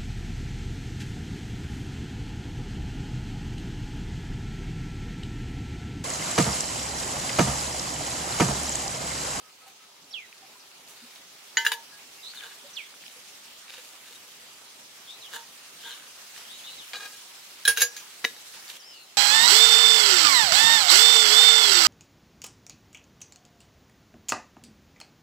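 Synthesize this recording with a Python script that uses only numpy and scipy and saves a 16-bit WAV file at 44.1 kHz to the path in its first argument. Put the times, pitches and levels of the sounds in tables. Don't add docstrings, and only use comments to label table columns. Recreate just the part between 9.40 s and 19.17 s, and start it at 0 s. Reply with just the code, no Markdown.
import sys
import numpy as np
from scipy import signal
from scipy.fft import rfft, irfft, next_fast_len
from scipy.io import wavfile
from scipy.ndimage import uniform_filter1d

SR = 44100
rng = np.random.default_rng(int(sys.argv[2]) if len(sys.argv) > 2 else 0)


def store_pcm(level_fs):
    pcm = np.round(np.clip(level_fs, -1, 1) * 32767).astype(np.int16)
    wavfile.write(sys.argv[1], SR, np.atleast_2d(pcm).T)


def nominal_scale(level):
    x = np.asarray(level, float) / 20
    return 10 ** x


N = 430857


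def evened(x):
    return x / np.sqrt(np.mean(x ** 2) + 1e-20)


def read(points, hz):
    f, value = np.transpose(points)
    return np.interp(np.log(hz + 1), np.log(f + 1), value)


def add(mix, s, sound):
    part = mix[:, round(s * SR):][:, :sound.shape[1]]
    part += sound[:, :part.shape[1]]


def coloured(x, db_of):
    length = x.shape[-1]
    size = next_fast_len(length)
    gain = nominal_scale(db_of(np.fft.rfftfreq(size, 1 / SR)))
    return irfft(rfft(x, size) * gain, size)[..., :length]


def resonate(x, hz, width):
    return signal.lfilter(*signal.iirpeak(hz, hz / max(width, 5), SR), x)


def pair(size, same):
    a, b = rng.standard_normal((2, size))
    same = np.clip(same, 0, 1)
    return np.array([a, same * a + np.sqrt(1 - same ** 2) * b])


# f/Hz, width/Hz, level/dB
FAR_DRONE = (398, 47, -74)


def drone():
    hz, width, db = FAR_DRONE
    return nominal_scale(db) * evened(resonate(resonate(pair(N, 0.96), hz, width), hz, width))


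# f/Hz, level/dB per Hz
AIR_SPECTRUM = [(15, -70), (32, -37), (228, -8.5), (461, -13), (500, -7), (587, -8), (981, -4), (1120, -4),
                (1220, 0), (1680, 0.5), (2970, 3.5), (6660, 1.5), (15800, -9)]
# f/Hz, likeness [0-1]
AIR_LIKENESS = [(60, 0.92), (200, 1), (300, 0.85), (550, 0.44), (1650, 0.22), (4970, 0.006), (15000, 0.068)]
# f/Hz, left over right/dB
AIR_BALANCE = [(60, 0), (240, 0), (950, -2), (3770, 0.5), (15000, -5)]
# t/s, level/dB
WIND_STRENGTH = [
    (0.0, 0.5),
    (0.42, 0.5),
    (2.79, 5.5),
    (5.72, 5),
    (7.52, 8),
    (7.91, 6.5),
    (9.19, 7.5),
    (9.37, 9),
    (9.382, 1),
    (9.77, 1),
]
# calm level/dB, gain/dB per dB of wind, change at the new place/dB
AIR_LAYERS = [
    (-64, 0.4156, -0.5),
    (-57.5, 1.03, 1.5),
    (-62, 1.3965, 2.5),
]
NEW_PLACE_S = 9.376


def air(patchy_db=1.5, flicker_db=0.77):
    frames, hz = N // 128 + 5, np.fft.rfftfreq(512, 1 / SR)
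    a, b, c, d, patches = rng.standard_normal((frames, 257, 5)).T
    patches = evened(uniform_filter1d(uniform_filter1d(patches, size=10, axis=0), size=20, axis=1))
    flicker = evened(uniform_filter1d(rng.standard_normal(frames), size=6))
    t = np.arange(frames) * 128 / SR
    power = nominal_scale(read(AIR_SPECTRUM, hz)) ** 2
    wind_db = np.interp(t, *np.transpose(WIND_STRENGTH))
    shares = [read([(700, 1), (1400, 0)], hz),
              read([(700, 0), (1400, 1), (5000, 1), (7200, 0)], hz),
              read([(5000, 0), (7200, 1)], hz)]
    field = 0
    for share, (calm_db, per_wind_db, moved_db) in zip(shares, AIR_LAYERS):
        level_db = calm_db + per_wind_db * wind_db + moved_db * (t > NEW_PLACE_S)
        band = share * power
        field = field + np.outer(band / np.sum(band), nominal_scale(level_db) ** 2)
    treble_flicker = np.outer(read([(800, 0.0044), (6000, flicker_db)], hz), flicker)
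    field = np.sqrt(field) * nominal_scale(patchy_db * patches + treble_flicker)
    same = np.clip(read(AIR_LIKENESS, hz), 0, 1)[:, None]
    left = a + 1j * b
    right = same * left + np.sqrt(1 - same ** 2) * (c + 1j * d)
    spectra = np.array([left, right]) * field
    spectra *= nominal_scale(np.outer([.5, -.5], read(AIR_BALANCE, hz)))[:, :, None]
    return nominal_scale(3.5) * signal.istft(spectra, nperseg=512, noverlap=384)[1][:, :N]


# time/tail times, level/dB
GLIDE_FADE = [(-.08, -9), (.08, 1), (.25, -6), (.6, -7), (1.05, -12), (1.45, -24), (1.9, -27)]
KNEE_HZ, DROP_HZ_PER_S = 3450, 115000
CHIP_S, CHIP_DB, DIP_DB = .016, -15.5, -18
SWEEP_LEAN_DB, SWEEP_BURR = -4.5, 0.27


def sweep(knee, db, top_hz, tail, floor_hz, hold):
    drop = (top_hz - KNEE_HZ) / DROP_HZ_PER_S
    along, fade_db = np.transpose(GLIDE_FADE)
    along = along * hold
    t = np.arange(-drop - CHIP_S, along[-1] * tail, 1 / SR)
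    curl = top_hz * (1 - 0.112 * np.clip(1 - 2 * (t - t[0]) / CHIP_S, 0, 1))
    falling = np.minimum(KNEE_HZ - DROP_HZ_PER_S * t, curl)
    levelling = floor_hz + (KNEE_HZ - floor_hz) * np.exp(-t / tail)
    hz = np.where(t < 0, falling, levelling)
    hz = uniform_filter1d(hz, size=350, mode="nearest")
    times = [t[0], -drop - CHIP_S / 2, -drop * .7, *(along * tail)]
    level = np.interp(t, times, [DIP_DB, CHIP_DB, DIP_DB, *fade_db])
    return knee + t[0], hz, db + level, SWEEP_LEAN_DB, SWEEP_BURR


def note(start, length, from_hz, to_hz, db, lean_db, burr):
    u = np.arange(0, length, 1 / SR) / length
    swell_db = np.interp(u, [0, 0.38, 1], [-6.5, 0, -6.5])
    return start, from_hz + (to_hz - from_hz) * u, db + swell_db, lean_db, burr


# knee t/s, level/dB, top f/Hz, tail time/s, floor f/Hz, glide hold [factor]
WHISTLES = [
    (.739, -32, 5650, 0.062, 1650, 1.1),
    (3.37, -30, 6100, .024, 1980, 1.55),
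]
# t/s, length/s, from f/Hz, to f/Hz, level/dB
WARBLE_NOTES = [(1.19, 0.024, 5900, 4700, -51), (2.822, 0.1, 3540, 4490, -42),
                (2.952, 0.058, 4450, 2920, -44), (3.435, 0.039, 3800, 2950, -52),
                (5.669, 0.088, 3350, 3950, -43.5), (5.813, 0.068, 4050, 2800, -43),
                (6.426, 0.056, 3160, 3470, -45), (6.458, 0.093, 3440, 2850, -45),
                (6.448, 0.032, 3540, 3900, -42), (6.504, 0.035, 3982, 3780, -42.5),
                (7.079, .1, 3225, 4090, -46), (7.186, 0.022, 3540, 2830, -47),
                (7.232, 0.11, 3630, 4080, -43.5), (7.26, 0.048, 3200, 2740, -47),
                (7.375, 0.065, 4110, 2810, -46)]
# t/s, length/s, from f/Hz, to f/Hz, level/dB
NEW_PLACE_NOTES = [
    (9.385, 0.045, 6000, 4600, -50),
    (9.43, 0.031, 4600, 5400, -49),
    (9.452, 0.09, 5400, 5000, -49.5),
    (9.52, 0.13, 4750, 4000, -53),
    (9.47, 0.15, 3150, 2700, -51),
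    (9.39, 0.064, 3100, 3100, -57),
]


def birds(trees, burr_hz=135., swing=.065, echo_db=-3., far_db=6., echo_t60=.3, near_t60=.06, near_db=6.):
    lag = np.arange(SR // 4) / SR
    calls = [sweep(*row) for row in WHISTLES]
    calls += [note(*row, lean_db=1.5, burr=0.82) for row in WARBLE_NOTES]
    calls += [note(*row, lean_db=2.0, burr=0.63) for row in NEW_PLACE_NOTES]
    for s, hz, db, lean_db, burr in calls:
        wobble, shake = evened(uniform_filter1d(rng.standard_normal((2, 20000)), size=150))[:, :len(hz)]
        turn = 2 * np.pi * np.cumsum(burr_hz * (1 + 0.22 * wobble)) / SR
        pitch = uniform_filter1d(hz, size=200) * (1 + burr ** 2 * swing * (np.sin(turn) + .5 * shake))
        tone = np.sin(2 * np.pi * np.cumsum(pitch) / SR) * (1 + burr * np.cos(turn))
        tone *= signal.windows.tukey(len(hz), .06)
        echoes = np.sign(rng.standard_normal((2, len(lag)))) * (rng.random((2, len(lag))) < 3000 / SR)
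        echoes *= nominal_scale(-60 * lag / echo_t60) + nominal_scale(near_db - 60 * lag / near_t60)
        echoes /= np.linalg.norm(echoes, axis=1, keepdims=True)
        wet = nominal_scale(echo_db + far_db * burr)
        echoes = (wet * echoes + (lag == 0)) / np.sqrt(1 + wet ** 2)
        heard = signal.fftconvolve((np.sqrt(2) * nominal_scale(db) * tone)[None], echoes, axes=1)
        add(trees, s, heard * nominal_scale(np.array([[.5], [-.5]]) * lean_db))


def ledge(x, echo_db=-14., t60=0.18):
    lag = np.arange(SR // 4) / SR
    taps = rng.standard_normal((2, len(lag))) * (rng.random((2, len(lag))) < 2000 / SR)
    taps *= (lag > .003) * nominal_scale(-60 * lag / t60)
    taps /= np.linalg.norm(taps, axis=1, keepdims=True)
    return x + nominal_scale(echo_db) * signal.oaconvolve(x, taps, axes=1)[:, :N]


STROKE_DB = 20


def strokes(mix, table, peaks, slips_per_s=2500., grain_db=4., broad_db=-8., size=14000):
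    def body(x):
        return sum(nominal_scale(db) / np.sqrt(w) * resonate(x, f, w) for f, w, db in peaks)

    for s, rise, fall, level_db, hiss_db in table:
        t = np.arange(size) / SR - rise
        press = nominal_scale(level_db - STROKE_DB * np.where(t < 0, -t / rise, t / fall)) * (t < fall)
        grains = nominal_scale(grain_db * np.minimum(rng.exponential(1, len(t)), 4))
        slips = evened(grains * (rng.random(len(t)) < slips_per_s / SR))
        drive = slips * pair(len(t), 0.71)
        ring = body(press * drive) / body(drive).std()
        broad = evened(coloured(drive, lambda f: read([(250, -11), (1000, 2), (4500, -4.0), (7000, -71)], f)))
        hiss = evened(coloured(drive + pair(len(t), 0.11),
                               lambda f: read([(4000, -32), (6000, 6.0), (15000, -3.0)], f)))
        add(mix, s - rise, ring + press * (nominal_scale(broad_db) * broad + nominal_scale(hiss_db) * hiss))


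# firmest t/s, press-on/s, let-go/s, pressure level/dB, hiss above the ring/dB
CLOTH_STROKES = [
    (.285, 0.072, 0.065, -56, 0),
    (0.438, 0.097, .045, -57, -16),
    (1.2, 0.068, .3, -78, 14),
    (1.485, .01, 0.14, -56.5, 6),
    (1.62, 0.26, 0.16, -55.5, -9),
    (1.759, 0.23, 0.077, -56, -2),
]
GRIP_STROKES = [(4.3, 0.058, 0.098, -48, -20), (4.345, .04, 0.022, -44.5, -11.5),
                (4.385, 0.038, 0.049, -45, -9), (4.44, 0.055, 0.26, -55, 2), (4.678, 0.06, 0.17, -49.5, -5),
                (6.964, 0.033, 0.041, -46, -21), (7.015, .04, 0.039, -48.5, -18),
                (8.12, .12, 0.079, -63, -4), (9.14, 0.044, 0.11, -50.5, -8), (9.302, .05, 0.047, -45, -1),
                (9.371, 0.131, .006, -51, -3)]
# f/Hz, width/Hz, level/dB
GLOVE_PEAKS = [(538, 35, -5.5), (970, 68, -4.5), (1640, 370, 6.5), (2700, 1100, 14.5), (3630, 180, 8),
               (4700, 360, -30)]


def gloves_and_cloth(hands):
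    strokes(hands, GRIP_STROKES, GLOVE_PEAKS, slips_per_s=2700.0, grain_db=4.0, broad_db=-17.0, size=9000)
    strokes(hands, CLOTH_STROKES, GLOVE_PEAKS, slips_per_s=3600.0, grain_db=-0.5, broad_db=-15.0, size=28000)


# t/s, peak level/dB, f/Hz
DRY_TICKS = [(.6449, -50, 4750), (0.927, -40, 2400), (1.137, -55, 1600), (1.3144, -48, 2860),
             (1.4765, -47, 4790), (1.7589, -42, 3600), (3.54, -45, 1500), (3.61, -43, 3850),
             (3.638, -44, 2000), (3.661, -46, 3500), (3.6645, -41, 2820), (3.6804, -43, 2900),
             (3.699, -48, 2800), (3.7158, -47, 3300), (4.281, -44, 2500), (4.298, -42, 2600),
             (4.34, -44, 3000), (4.37, -44, 2970), (4.49, -44, 5000), (6.963, -45, 1700),
             (7.026, -47, 2700), (7.5348, -35, 2100), (2.9364, -41, 1630), (3.0084, -39, 2620),
             (3.067, -48, 1640), (4.1649, -48, 3260), (7.0528, -45, 3060), (7.5332, -29.5, 3230),
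             (9.2798, -39, 4720), (9.2999, -32.5, 3780)]


def ticks(hands, tick_q=3.):
    for s, peak_db, hz in DRY_TICKS:
        click = pair(600, 0.42) * np.exp(-np.arange(600) / 43.0)
        click = resonate(resonate(click, hz, hz / tick_q), hz, hz)
        add(hands, s, nominal_scale(peak_db + 5.5) * click / abs(click.mean(0)).max())


# t/s, f/Hz, level/dB, length/s
KNOCKS_AND_RINGS = [(.02, 1270, -61, .12), (.21, 1290, -61, .08), (.265, 780, -55, .04), (.4, 1290, -63, .08),
                    (.845, 3900, -62, .09), (1.02, 770, -55, .05), (1.15, 1000, -57, .04),
                    (1.62, 235, -52, .05), (2.52, 1660, -54, .08), (2.78, 2750, -58, .05),
                    (3.24, 570, -52, .06), (3.76, 500, -58, .05), (4.38, 500, -56, .04), (4.7, 480, -59, .04),
                    (4.755, 3750, -49, .02), (5.92, 1530, -51, .045), (5.953, 918, -47, .1),
                    (5.95, 1640, -52, .05), (6.03, 1900, -57, .03), (6.455, 925, -50, .065),
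                    (6.54, 1140, -54, .03), (6.45, 1600, -51, .075), (6.56, 1550, -52, .02),
                    (3.02, 1650, -48, .035), (3.03, 2950, -51, .03), (7.533, 1600, -46, .012),
                    (7.552, 1640, -44, .045), (7.548, 2430, -46, .035), (7.555, 3950, -44, .03),
                    (7.54, 4400, -50, .04), (2.335, 918, -46, .11), (2.345, 1690, -50, .07),
                    (7.597, 1250, -48, .055), (7.536, 3300, -43, .014), (7.62, 1640, -46, .025),
                    (7.62, 2470, -48, .03), (9.278, 4720, -48, .03), (9.29, 1800, -50, .025),
                    (9.165, 900, -54, .025)]


def knocks(hands, rough=.22):
    for s, hz, db, length in KNOCKS_AND_RINGS:
        t = np.arange(0, length, 1 / SR)
        drift = uniform_filter1d(uniform_filter1d(rng.standard_normal((2, 8000)), size=200), size=200)
        shake, waver = rough * evened(drift)[:, :len(t)]
        uneven = (1 + shake) / np.hypot(1, rough)
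        swell = np.sin(np.pi * (t / length) ** 0.39)
        tone = swell * uneven * np.sin(2 * np.pi * hz * t + waver)
        add(hands, s, np.sqrt(2) * nominal_scale(db) * tone * np.ones((2, 1)))


# firmest t/s, press-on/s, let-go/s, pressure level/dB, hiss above the ring/dB
THREAD_TURNS = [
    (2.95, 0.013, 0.12, -48.5, -3),
    (3.035, 0.051, 0.095, -43.5, -15),
    (3.125, 0.072, 0.021, -49, -20),
    (5.938, 0.032, 0.097, -39, -7),
    (5.965, 0.034, 0.015, -39, -3),
    (6.49, 0.13, 0.22, -44.5, -6.5),
]
# f/Hz, width/Hz, level/dB
THREAD_PEAKS = [(470, 16, -12), (920, 22, -16), (1613, 210, 1), (2950, 70, -3), (3500, 420, 1),
                (6760, 300, -10)]


def thread(hands):
    strokes(hands, THREAD_TURNS, THREAD_PEAKS, slips_per_s=3000., grain_db=2.5, broad_db=-8.)


# firmest t/s, press-on/s, let-go/s, pressure level/dB, hiss above the ring/dB
CUP_SLIDES = [
    (7.536, 0.0038, 0.057, -36, -24),
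    (7.56, 0.031, 0.049, -38, -23),
    (7.629, 0.078, 0.067, -40.5, -21),
    (7.658, .03, 0.028, -41, -9),
    (7.74, 0.19, 0.068, -52, 0.5),
]
# f/Hz, width/Hz, level/dB
RIM_PEAKS = [(490, 110, -6.5), (820, 81, -5), (1253, 17, -1), (1640, 43, 5.5), (2440, 39, 2.5),
             (2850, 40, -1), (3350, 200, 1), (3920, 97, 4.5), (4450, 33, 0), (4740, 53, -12),
             (6570, 34, -9)]


def rim(hands):
    strokes(hands, CUP_SLIDES, RIM_PEAKS, slips_per_s=2000., grain_db=3., broad_db=-11.)


# f/Hz, level/dB per Hz
CLATTER_SPECTRUM = [(250, -20.5), (460, -17.5), (1000, -9.5), (1640, -14), (2300, -1), (3300, -3.5),
                    (4200, -3), (6800, -3), (8100, -13.5), (9500, -1.5), (15500, -5)]


def blows(mix, table, modes, treble_db, soft_share=0.23, twin_db=-7.0, spread_hz=6900.0, clatter_t60=0.09,
          split=0.028, size=11000):
    t = np.arange(size) / SR
    hz, db, t60 = np.repeat(modes, 3, axis=0).T[:, :, None]
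    swell = np.minimum(t * hz / 2.0, 1)
    cluster_db = np.tile([[0], [twin_db], [twin_db - 7]], (len(modes), 1))
    looseness = np.minimum(0.085 / t60, 1) * np.tile([[.2], [1], [1]], (len(modes), 1))
    for s, peak_db, contact, damping, clatter_db in table:
        detune, step, strike = rng.uniform(-1.28, 1, (90, 3)).T[:, :len(hz), None]
        tuned = hz * (1 + detune * (0.0047 + split * hz / 19000.0) * looseness)
        lag = np.multiply.outer([.5, -.5], np.pi * step * np.minimum(hz / spread_hz, 1))
        level = nominal_scale(db + cluster_db + 3. * strike - 60 * t * damping / t60)
        ring = (level * swell * np.sin(2 * np.pi * tuned * t + lag)).sum(1)
        push = rng.standard_normal(1500) * np.exp(-t[:1500] / max(contact, 1e-4))
        push[0] = 1.8 * np.linalg.norm(push)
        ring = signal.fftconvolve(ring, push[None], axes=1)[:, :len(t)]
        clatter = evened(coloured(pair(len(t), 0.6), lambda f: read(CLATTER_SPECTRUM, f)))
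        clatter *= nominal_scale(clatter_db - 60 * t * damping / clatter_t60)
        sound = ring / abs(ring.mean(0)).max() + clatter * np.minimum(t / 0.0011, 1)
        sound *= np.minimum((t[-1] - t) / .05, 1)
        tilt_db = treble_db + soft_share * (peak_db - 3.0)
        add(mix, s, nominal_scale(peak_db) * coloured(sound, lambda f: read([(7200, 0.0038), (9000, tilt_db)], f)))


# t/s, peak level/dB, contact time/s, damping by the grip [factor], clatter level/dB
NECK_MODES = [(404, -38, 0.2), (918, -33, 0.51), (1535, -15.5, 0.1), (1750, -22, 0.27), (1870, 1, 0.026),
              (2040, -23, 0.21), (2950, -12, 0.076), (3185, -18.5, 0.17), (3540, -6.5, 0.016),
              (3970, -15, 0.056), (4580, -11, 0.048), (6715, -4.5, 0.039), (7120, -30, 0.16),
              (10550, -22, .1)]
NECK_HITS = [
    (2.1703, -6.5, 0.0081, 0.64, -23),
]
STOPPER_MODES = [(446, -40.5, 0.23), (920, -31, 0.3), (1672, 1, 0.026), (1700, -23, .25),
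                 (2834, -11, 0.058), (3070, -19.5, 0.12), (3430, -12.5, 0.045), (3900, -16, 0.068),
                 (4900, -26, .082), (6900, -14.5, 0.12), (8900, -23, 0.113), (12900, -29, 0.067)]
STOPPER_HITS = [
    (2.249, -17.5, 0.009, 0.77, -10),
    (2.2644, -7, 0.014, 0.99, -19.5),
]
RATTLE_MODES = [(465, -27.5, .2), (918, -31, 0.6), (975, -10, 0.054), (1710, 0.5, 0.035),
                (1920, -11, 0.068), (2300, -15, .06), (2980, -2, 0.038), (3480, -9, .08),
                (3780, -0.5, 0.031), (4020, -21, 0.045), (4700, -7, .06), (5190, -19, 0.026),
                (6800, -16, .05), (8400, -13, .045)]
RATTLE_HITS = [
    (2.3179, -14, 0.00098, 1.8, -12),
    (2.3205, -18.5, 0.0012, 1.8, -16),
    (2.327, -23.5, 0.0033, 0.78, -9),
    (2.3337, -23.5, 0.0024, 2, -13),
    (2.338, -27, .002, 1, -13),
]


def stopper(hands):
    blows(hands, NECK_HITS, NECK_MODES, split=0.0067, spread_hz=8000.0, treble_db=-9.5, clatter_t60=0.21)
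    blows(hands, STOPPER_HITS, STOPPER_MODES, treble_db=-1.5, clatter_t60=0.11)
    blows(hands, RATTLE_HITS, RATTLE_MODES, size=6000, treble_db=2.5, clatter_t60=0.09)


TILT_MODES = [(465, -31, .12), (1642, -1.5, 0.097), (2500, -8, 0.076), (2873, -19, .1), (3200, -2, 0.034),
              (3470, -1, .05), (3930, 3.5, .04), (4420, -17, .05), (5400, -4, .04), (7100, -10, .05),
              (9600, -4, .04), (10140, -12, .05), (12650, -16, .05), (13800, -22, .06)]
TILT_HITS = [
    (8.2518, -12, .003, 0.84, -13.5),
    (8.2555, -16.5, 0.0023, 1.27, -14),
    (8.268, -22, .003, 1, -11),
]
CUP_MODES = [(130, -36, .04), (465, -25.5, 0.15), (1600, -6, 0.044), (2850, -16, 0.17), (3270, -7, 0.062),
             (3830, -10, 0.047), (4540, -17, 0.1), (5460, -5, 0.042), (7050, -11.5, 0.086),
             (9740, -4, 0.07), (11100, -14, 0.106), (13500, -28, 0.09)]
CUP_HITS = [
    (8.277, -7, 0.0032, 0.83, -15.5),
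    (8.281, -13.5, .002, 0.95, -8),
    (8.287, -15, 0.0027, 1, -6),
    (8.297, -21, 0.0028, 0.59, -9),
    (8.304, -27, .003, 0.79, -9),
]
BELL_MODES = [(1637, 1, 0.13), (2850, -17, 0.15), (3190, -23, .12)]
BELL_HITS = [
    (8.2776, -10, 0.0018, 0.89, -40),
    (8.4183, -15, 0.0014, 1, -40),
]
ROCK_MODES = [(460, -23.5, 0.22), (1618, 2, 0.049), (2060, -12, .06), (2820, -5, 0.063), (3210, -11, 0.064),
              (3850, -3, 0.091), (4700, -19, .04), (5350, -20, .05), (6360, -7, 0.088), (7000, -16, .06),
              (9860, -7, .07), (11350, -20, .06), (13650, -11, .06)]
ROCK_HITS = [
    (8.364, -28.5, .003, 0.89, -5),
    (8.3724, -13.5, .004, 1, -9.5),
    (8.379, -18, .003, 0.79, -12),
    (8.389, -26, 0.0026, 1, -5),
    (8.397, -28, 0.0028, 0.65, 0),
    (8.4055, -17.5, .004, 0.78, -2),
]
SEAT_MODES = [(130, -36, .04), (483, -27.5, 0.14), (1663, -11.5, 0.046), (2380, -35, 0.074),
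              (2850, -31, 0.1), (3900, -13, 0.045), (4740, -19.5, 0.13), (1690, -33, 0.4),
              (5809, -39.5, .9), (6400, -13, .07), (6700, -11, 0.11), (9800, -7.5, 0.045),
              (11300, -6.5, 0.047), (13200, -16, 0.06)]
SEAT_HITS = [
    (8.411, -17.5, .003, 1.1, -10),
    (8.4172, -9, 0.0024, 1.2, -8),
    (8.4205, -10, 0.0065, 0.83, -10),
    (8.425, -15.5, 0.0044, 1.27, -6),
    (8.433, -18, 0.0047, 1.6, -7),
    (8.44, -24, .003, 1.5, -12),
    (8.5644, -28, 0.001, 0.91, -4),
    (8.577, -34, .004, 1.2, -2),
    (8.599, -40, .004, 1, 0),
]
SLAP_MODES = [(258, -5, 0.015), (464, -19, 0.085), (780, -9, .008), (1170, -6.5, 0.0049), (1500, 3, 0.0054),
              (1697, -26, 0.14), (1950, 8, 0.0065), (2300, -12, 0.014), (2900, -4, 0.0086),
              (3670, -5, 0.0087), (3780, -26, 0.15), (4700, -16, 0.014), (5900, -18.5, 0.026),
              (7600, -24, .03)]
SLAP_HITS = [
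    (8.8431, -17.5, 0.00069, 2.1, -7.5),
    (8.8461, -16, 0.0015, 0.78, -19),
    (8.8488, -6, 0.00093, 0.81, -37),
    (8.965, -34.5, 0.0009, 3.1, -10),
]


def cup(hands):
    blows(hands, TILT_HITS, TILT_MODES, size=6000, treble_db=1.0, clatter_t60=.07)
    blows(hands, CUP_HITS, CUP_MODES, size=8000, twin_db=-10.0, treble_db=1.0, clatter_t60=0.12)
    blows(hands, BELL_HITS, BELL_MODES, size=9000, twin_db=-15.0, treble_db=0.)
    blows(hands, ROCK_HITS, ROCK_MODES, size=6000, treble_db=-0.5, clatter_t60=0.12)
    blows(hands, SEAT_HITS, SEAT_MODES, twin_db=-6.5, treble_db=-2.0, clatter_t60=0.09)
    blows(hands, SLAP_HITS, SLAP_MODES, size=7000, treble_db=-4.0, clatter_t60=0.16)


# f/Hz, left over right/dB
HAND_BALANCE = [(300, 1.5), (640, -2), (1500, -0.5), (3100, 1), (6800, 0), (10000, -8)]


def scene():
    hands, trees = np.zeros((2, 2, N))
    birds(trees)
    for source in (gloves_and_cloth, ticks, knocks, thread, rim, stopper, cup):
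        source(hands)
    hands = signal.sosfilt(signal.butter(2, 220., "high", fs=SR, output="sos"), hands)
    hands = coloured(hands, lambda f: np.outer([.5, -.5], read(HAND_BALANCE, f)))
    return drone() + air() + trees + ledge(hands)


def low_pass(x):
    return signal.sosfilt(signal.butter(12, 16830, fs=SR, output="sos"), x)


def record(dry):
    shut = coloured(dry, lambda f: np.interp(f, [20, 55, 15800, 15950], [-14, 0, 0, -55]))
    return low_pass(shut)


dry = scene()
out = record(dry)
store_pcm(out)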